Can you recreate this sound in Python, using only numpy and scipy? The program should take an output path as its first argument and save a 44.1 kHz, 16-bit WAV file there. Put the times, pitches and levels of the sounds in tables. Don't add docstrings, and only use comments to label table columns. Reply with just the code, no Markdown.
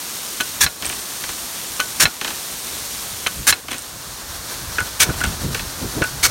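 import sys
import numpy as np
from scipy import signal
from scipy.fft import rfft, irfft, next_fast_len
from scipy.io import wavfile
from scipy.ndimage import uniform_filter1d, minimum_filter1d

SR = 44100
rng = np.random.default_rng(int(sys.argv[2]) if len(sys.argv) > 2 else 0)


def transcribe(signal):
    frames = np.atleast_2d(signal).T
    limited = np.clip(frames, -1, 1)
    pcm = np.round(limited * 32767).astype(np.int16)
    wavfile.write(sys.argv[1], SR, pcm)


N = 277830
T = np.arange(N) / SR

# (frequency [Hz], relative level per hertz [dB])
FIRST_HISS = [(80, -19), (160, -2.5), (340, -1.5), (450, -3.5), (820, -3.5), (1100, -1.5), (1950, -4.5),
              (2800, -4), (3700, -1.5), (6200, -0.5), (9300, -2), (11000, -5), (13000, -4), (15800, -10)]
SECOND_HISS = [(100, -14), (300, -4), (800, -2), (1200, -0.5), (1550, -1.2), (2100, -6), (2800, -7),
               (4200, -2), (6000, -2.5), (9000, -6), (12000, -7.5), (15800, -11.5)]
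SPLASH = [(60, -14), (250, -9.5), (480, -9.5), (900, -5), (1350, 0.5), (2200, -0.5), (2800, -2), (3400, -1),
          (4400, -0.5), (6300, 1), (9000, -1.5), (12000, -5), (15800, -10)]
CLATTER = [(100, -21), (300, -2.5), (850, -7.5), (1300, -5), (2500, 2), (3600, -3.5), (6000, -8),
           (9500, -8), (15000, -5)]
TWANG = [(120, -10), (260, 2.5), (500, -4.5), (1500, 0), (2900, 1), (4300, -5.5), (6500, -9), (15000, -22)]
# (frequency [Hz], relative level [dB], time to fall 60 dB [s])
FIRST_ARM = [(1120, -8.5, 0.14), (1217, -8, 0.078), (1495, 0, 0.12), (1700, -6, 0.071), (2360, -3, 0.044),
             (2540, 0, 0.028), (3050, 2, 0.045), (4110, 2.5, 0.041), (6200, 4, 0.031), (9450, -3, .04)]
SECOND_ARM = [(1180, -14, .08), (1397, -3, 0.091), (1482, 1.5, 0.11), (1643, 0.5, 0.045), (2300, -7, 0.035),
              (2510, -8, 0.042), (4400, -11, 0.091), (5922, 1, .06)]
STOP = [(758, -19, 0.16), (1136, -3.5, 0.038), (1434, -4.5, 0.1), (1726, 1, 0.039), (2200, -3.5, 0.049),
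        (2390, -11, 0.052), (2620, 1, 0.036), (3220, 0, 0.023), (4075, 4.5, 0.051), (4180, -8, 0.078),
        (5330, -7, .05)]
FIRST_SPOON = [(1587, 1, 0.034), (1662, -1, 0.032), (2240, -38, 0.064), (3350, 2.5, 0.018),
               (5470, -2, 0.027), (7200, -2, .04)]
SECOND_SPOON = [(1507, 0.5, 0.047), (2220, 2, 0.036), (4270, 4.5, 0.021), (6370, 3.5, 0.025),
                (6860, -11, 0.048)]
# (time [s], level [dB])
BREEZE = [(0, -51.5), (.9, -48), (1.5, -51), (2.9, -47.5), (3.2, -44), (4.05, -47), (4.35, -42.5),
          (5.5, -36), (6.3, -35.5)]
# (time [s], half length [s], level [dB], upper edge [Hz])
BUFFETS = [(3.405, .018, -27.5, 110), (4.822, 0.012, -30, 90), (5.1, 0.011, -17.5, 228),
           (5.275, 0.02, -23, 150), (5.449, .014, -18.5, 160), (5.506, 0.031, -26, 180),
           (5.843, .018, -23.5, 284), (5.984, 0.015, -22, 347), (6.019, 0.0052, -17, 352)]
# (frequency [Hz], width [Hz], gain [dB])
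PORT = [(4930, 200, -3), (7630, 450, -2), (9240, 910, 1.5), (10430, 360, -4)]
# (time the spoon meets the jet [s], slap [dB], lead of the top knock [s],
# knock [dB], contacts after the slap [dB], puff of air [dB])
STROKES = [(.605, -7, .203, -13.5, -5.5, -20.5), (1.996, -8, 0.2, -12.5, -2.5, -18.5),
           (3.467, -7.5, .2037, -12.5, -3.5, -29), (4.995, -10, .2115, -10.5, -13.5, -37),
           (6.226, -12.5, .2068, -9.5, -19, -33)]
# (time after the first [s], relative level [dB], brightness [Hz])
FIRST_KNOCK = [(0, -2, 3240), (.0028, 0.5, 2200), (.0057, 0, 11900), (0.0141, -5.5, 2980)]
SECOND_KNOCK = [(0, 0, 2516), (.022, -5.5, 1900)]
# (time after the slap begins [s], relative level [dB], brightness [Hz])
FIRST_STOP_CLACK = [(0.0586, 0, 5970), (.066, -10, 2500)]
SECOND_LATE_KNOCKS = [(.027, 1.5, 3400), (.099, -2.3, 1500), (.2185, 1, 1500), (.243, -5, 2400)]
# (time [s], level [dB], first gap [s], length [s], fall per bounce [dB])
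RATTLES = [(.8226, -20, .024, .055, 5), (.897, -23.5, 0.028, .04, 4), (1.2385, -24.5, 0.052, .07, 0),
           (2.2122, -15.5, 0.034, .1, 3), (3.6824, -21.5, .025, .035, 3), (3.714, -21.5, .015, .035, 2),
           (5.204, -23, .033, .005, 0), (5.237, -17.5, .013, .02, 6), (5.546, -17.5, 0.048, .065, 6.5)]
# (time [s], level [dB], first gap [s], length [s], fall per bounce [dB])
TICK_RUNS = [(.855, -7, 0.009, .016, 0), (.8935, -11, 0.023, .05, 4.5), (3.5405, -12, .012, .005, 0),
             (3.718, -12.5, 0.015, .017, 7), (3.7822, -13.5, 0.0096, .015, 3), (3.8205, -19, .01, .005, 0),
             (5.2122, -11, .029, .005, 0), (5.241, -8, .022, .05, 6)]

FIRST_JET_DB, SECOND_JET_DB = -28, -29
FADE_OUT_S, FADE_IN_S = (3.04, 4.42), (3.28, 4.56)
CHANGE_S = 4
CUT_S = .039
BOUNCE_RATIO = .9
CATCH_S, CATCH_DB = .0202, -11
TOP_HZ = 15850


def amp(db):
    return 10 ** (np.asarray(db) / 20)


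def unit(x):
    return x / np.sqrt(np.mean(x ** 2))


def curve(rows):
    return amp(np.interp(T, *np.transpose(rows)))


def add(out, s, x):
    i = int(s * SR)
    out[i:i + len(x)] += x[:max(N - i, 0)]


def colour(x, spectrum):
    size = next_fast_len(len(x))
    hz, db = np.transpose(spectrum)
    bins_hz = np.fft.rfftfreq(size, 1 / SR)
    gain = amp(np.interp(np.log(bins_hz + 1), np.log(hz), db))
    return irfft(rfft(x, size) * unit(gain), size)[:len(x)]


def cut(x, hz, kind, order=2):
    sos = signal.butter(order, min(hz, .45 * SR), kind, fs=SR, output="sos")
    return signal.sosfilt(sos, x)


def fade(t, t60):
    return np.exp(-np.log(1000) * t / t60)


def walk(rate):
    k = int(SR / rate)
    steps = np.repeat(rng.standard_normal(N // k + 1), k)
    return unit(uniform_filter1d(steps, k)[:N])


def ring(modes):
    t = T[:SR // 4]
    out = np.zeros(len(t))
    for hz, db, t60 in modes:
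        out += amp(db) * fade(t, t60) * np.sin(2 * np.pi * (hz * t + rng.random()))
    return out


def jet(level, spectrum, flutter_db, grain_db):
    rush = rng.standard_normal(N)
    grains = unit(rng.standard_normal(N) * amp(grain_db * walk(1500)))
    spray = grains * amp(flutter_db * walk(35))
    return unit(colour(rush + spray, spectrum)) * level


def wind(breeze_db, breeze_hz, low_hz, churn_db, puff_after_s, puff_s, puff_hz):
    def eddies(hz):
        rumble = cut(rng.standard_normal(N), hz, "low")
        return unit(cut(rumble, low_hz, "high", order=4))
    out = eddies(breeze_hz) * curve(BREEZE) * amp(breeze_db + churn_db * walk(12))
    puffs = [(s + puff_after_s, puff_s, db, puff_hz) for s, *_, db in STROKES]
    for s, width, db, hz in BUFFETS + puffs:
        swell = 1 / np.cosh(np.clip((T - s) / width, -30, 30))
        out = out + eddies(hz) * amp(db) * swell
    return out


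def swings(first):
    rows = [row for row in STROKES if (row[0] < CHANGE_S) == first]
    knocks = [(s - lead, db) for s, _, lead, db, *_ in rows]
    after_slaps = [(s, db) for s, *_, db, _ in rows]
    return knocks, after_slaps


def contacts(starts, pattern):
    return [(s + after, db + rel_db, hz) for s, db in starts for after, rel_db, hz in pattern]


def blows(rows, modes, ring_db, clatter_db, clatter_t60):
    out, t = np.zeros(N), T[:SR // 4]
    for s, db, hz in rows:
        clatter = colour(rng.standard_normal(len(t)), CLATTER) * fade(t, clatter_t60)
        metal = amp(ring_db) * ring(modes) + amp(clatter_db) * clatter
        add(out, s, amp(db) * cut(metal, hz, "low"))
    return out


def slaps(rise_s, fall_t60, spray_db, spray_t60, rough_db, first_ring_db, second_ring_db):
    out, t = np.zeros(N), T[:SR // 4]
    after = np.maximum(t - CUT_S, 0)
    tail = fade(after, fall_t60) + amp(spray_db) * fade(after, spray_t60)
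    contact = np.minimum(t / rise_s, 1) * tail
    for s, db, *_ in STROKES:
        force = rng.standard_normal(len(t)) * contact * amp(rough_db * walk(700)[:len(t)])
        if s < CHANGE_S:
            spoon, ring_db = ring(FIRST_SPOON), first_ring_db
        else:
            spoon, ring_db = ring(SECOND_SPOON), second_ring_db
        metal = signal.fftconvolve(force, spoon / np.linalg.norm(spoon))[:len(t)]
        add(out, s, amp(db) * (colour(force, SPLASH) + amp(ring_db) * metal))
    return out


def low_rush(db, t60, low_hz, high_hz):
    out, t = np.zeros(N), T[:SR]
    for s, *_ in STROKES:
        add(out, s + CUT_S, fade(t, t60))
    rush = cut(rng.standard_normal(N), low_hz, "high")
    rush = unit(cut(rush, high_hz, "low", order=1))
    unevenness = amp(3.7 * walk(60))
    return amp(db) * out * rush * unevenness


def bounces(runs):
    gap_shares = BOUNCE_RATIO ** np.arange(6)
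    rows = []
    for s, db, gap, length, fall_db in runs:
        after = np.append(0, np.cumsum(gap * gap_shares))
        rows += [(s + a, db - fall_db * i) for i, a in enumerate(after) if a <= length]
    return rows


def jolts(rows, lag_s, t60, front_hz, tail_db, tail_t60, ring_db):
    out, t = np.zeros(N), T[:SR // 4]
    hz = np.fft.rfftfreq(len(t), 1 / SR)
    slowness = np.maximum(np.sqrt(front_hz / np.maximum(hz, 500)) - 1, 0)
    travel = np.exp(-2j * np.pi * np.cumsum(lag_s * slowness) * hz[1])
    decay = fade(t, t60) + amp(tail_db) * fade(t, tail_t60)
    for s, db in rows:
        push = colour(rng.standard_normal(len(t)), TWANG) * decay
        push = push + amp(ring_db) * ring(FIRST_ARM if s < CHANGE_S else SECOND_ARM)
        add(out, s, amp(db) * irfft(rfft(push) * travel, len(t)))
    return out


def ticks(rows, hz, sweep, sweep_s, t60, grit):
    out, t = np.zeros(N), T[:SR // 30]
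    envelope = (1 - np.exp(-t / sweep_s)) * fade(t, t60)
    for s, db in rows:
        settled_hz = hz * (1 + 0.0097 * rng.standard_normal())
        pitch = settled_hz * (1 - sweep * np.exp(-t / sweep_s))
        tone = np.sin(2 * np.pi * np.cumsum(pitch) / SR)
        scrape = cut(cut(rng.standard_normal(len(t)), 4500, "high"), hz, "low")
        add(out, s, amp(db) * (tone + grit * scrape) * envelope)
    return out


def limiter(x, ceiling_db, hold_s, release_s):
    loud = np.sqrt(uniform_filter1d(x ** 2, size=220) + 1e-9)
    hold, release = int(hold_s * SR) | 1, int(release_s * SR) | 1
    wanted = np.minimum(amp(ceiling_db) / loud, 1)
    held = minimum_filter1d(wanted, hold, origin=hold // 2, mode="nearest")
    eased = uniform_filter1d(held, release, origin=release // 2, mode="nearest")
    gain = np.minimum(held, eased)
    return x * uniform_filter1d(gain, size=64)


def scene():
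    first_level = amp(FIRST_JET_DB) * np.interp(T, FADE_OUT_S, (1, 0))
    second_level = amp(SECOND_JET_DB) * np.interp(T, FADE_IN_S, (0, 1))
    water = jet(first_level, FIRST_HISS, flutter_db=0.6, grain_db=2.0)
    water = water + jet(second_level, SECOND_HISS, flutter_db=1.95, grain_db=0.5)
    water = water + slaps(rise_s=0.011, fall_t60=0.042, spray_db=-16, spray_t60=0.28, rough_db=1.4,
                          first_ring_db=-7.0, second_ring_db=-8)
    rush = low_rush(db=-32.5, t60=0.97, low_hz=170, high_hz=720)

    first_knocks, first_after_slaps = swings(first=True)
    second_knocks, second_after_slaps = swings(first=False)
    first_tops = contacts(first_knocks, FIRST_KNOCK)
    second_blows = contacts(second_knocks, SECOND_KNOCK)
    second_blows = second_blows + contacts(second_after_slaps, SECOND_LATE_KNOCKS)
    first_clacks = contacts(first_after_slaps, FIRST_STOP_CLACK)
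    metal = blows(first_tops, FIRST_ARM, ring_db=-9, clatter_db=2.5, clatter_t60=0.031)
    metal = metal + blows(second_blows, SECOND_ARM, ring_db=-3.5, clatter_db=0.5, clatter_t60=0.066)
    metal = metal + blows(first_clacks, STOP, ring_db=-5.5, clatter_db=-5.0, clatter_t60=0.071)
    metal = metal + jolts(bounces(RATTLES), lag_s=0.002995, t60=0.031, front_hz=4506,
                          tail_db=-9.5, tail_t60=0.24, ring_db=-11.5)
    catches = [(s + CATCH_S, CATCH_DB) for s, _ in second_knocks]
    metal = metal + ticks(bounces(TICK_RUNS) + catches, hz=8900, sweep=0.27, sweep_s=0.00042,
                          t60=0.0095, grit=0.84)

    air = wind(breeze_db=1.5, breeze_hz=108, low_hz=42.0, churn_db=3.0,
               puff_after_s=0.047, puff_s=0.014, puff_hz=110)
    return np.tile(water + rush + metal + air, (2, 1))


def record(dry):
    hz = np.fft.rfftfreq(N, 1 / SR)
    port_db = sum(db * np.exp(-((hz - centre) / width) ** 2) for centre, width, db in PORT)
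    x = irfft(rfft(dry[0]) * amp(port_db), N)
    x = limiter(x, ceiling_db=-8.5, hold_s=0.16, release_s=0.053)
    steep_top = signal.ellip(10, .1, 80, TOP_HZ, fs=SR, output="sos")
    x = signal.sosfilt(steep_top, np.clip(x, -.95, .95))
    return np.tile(x, (2, 1))


dry = scene()
out = record(dry)
transcribe(out)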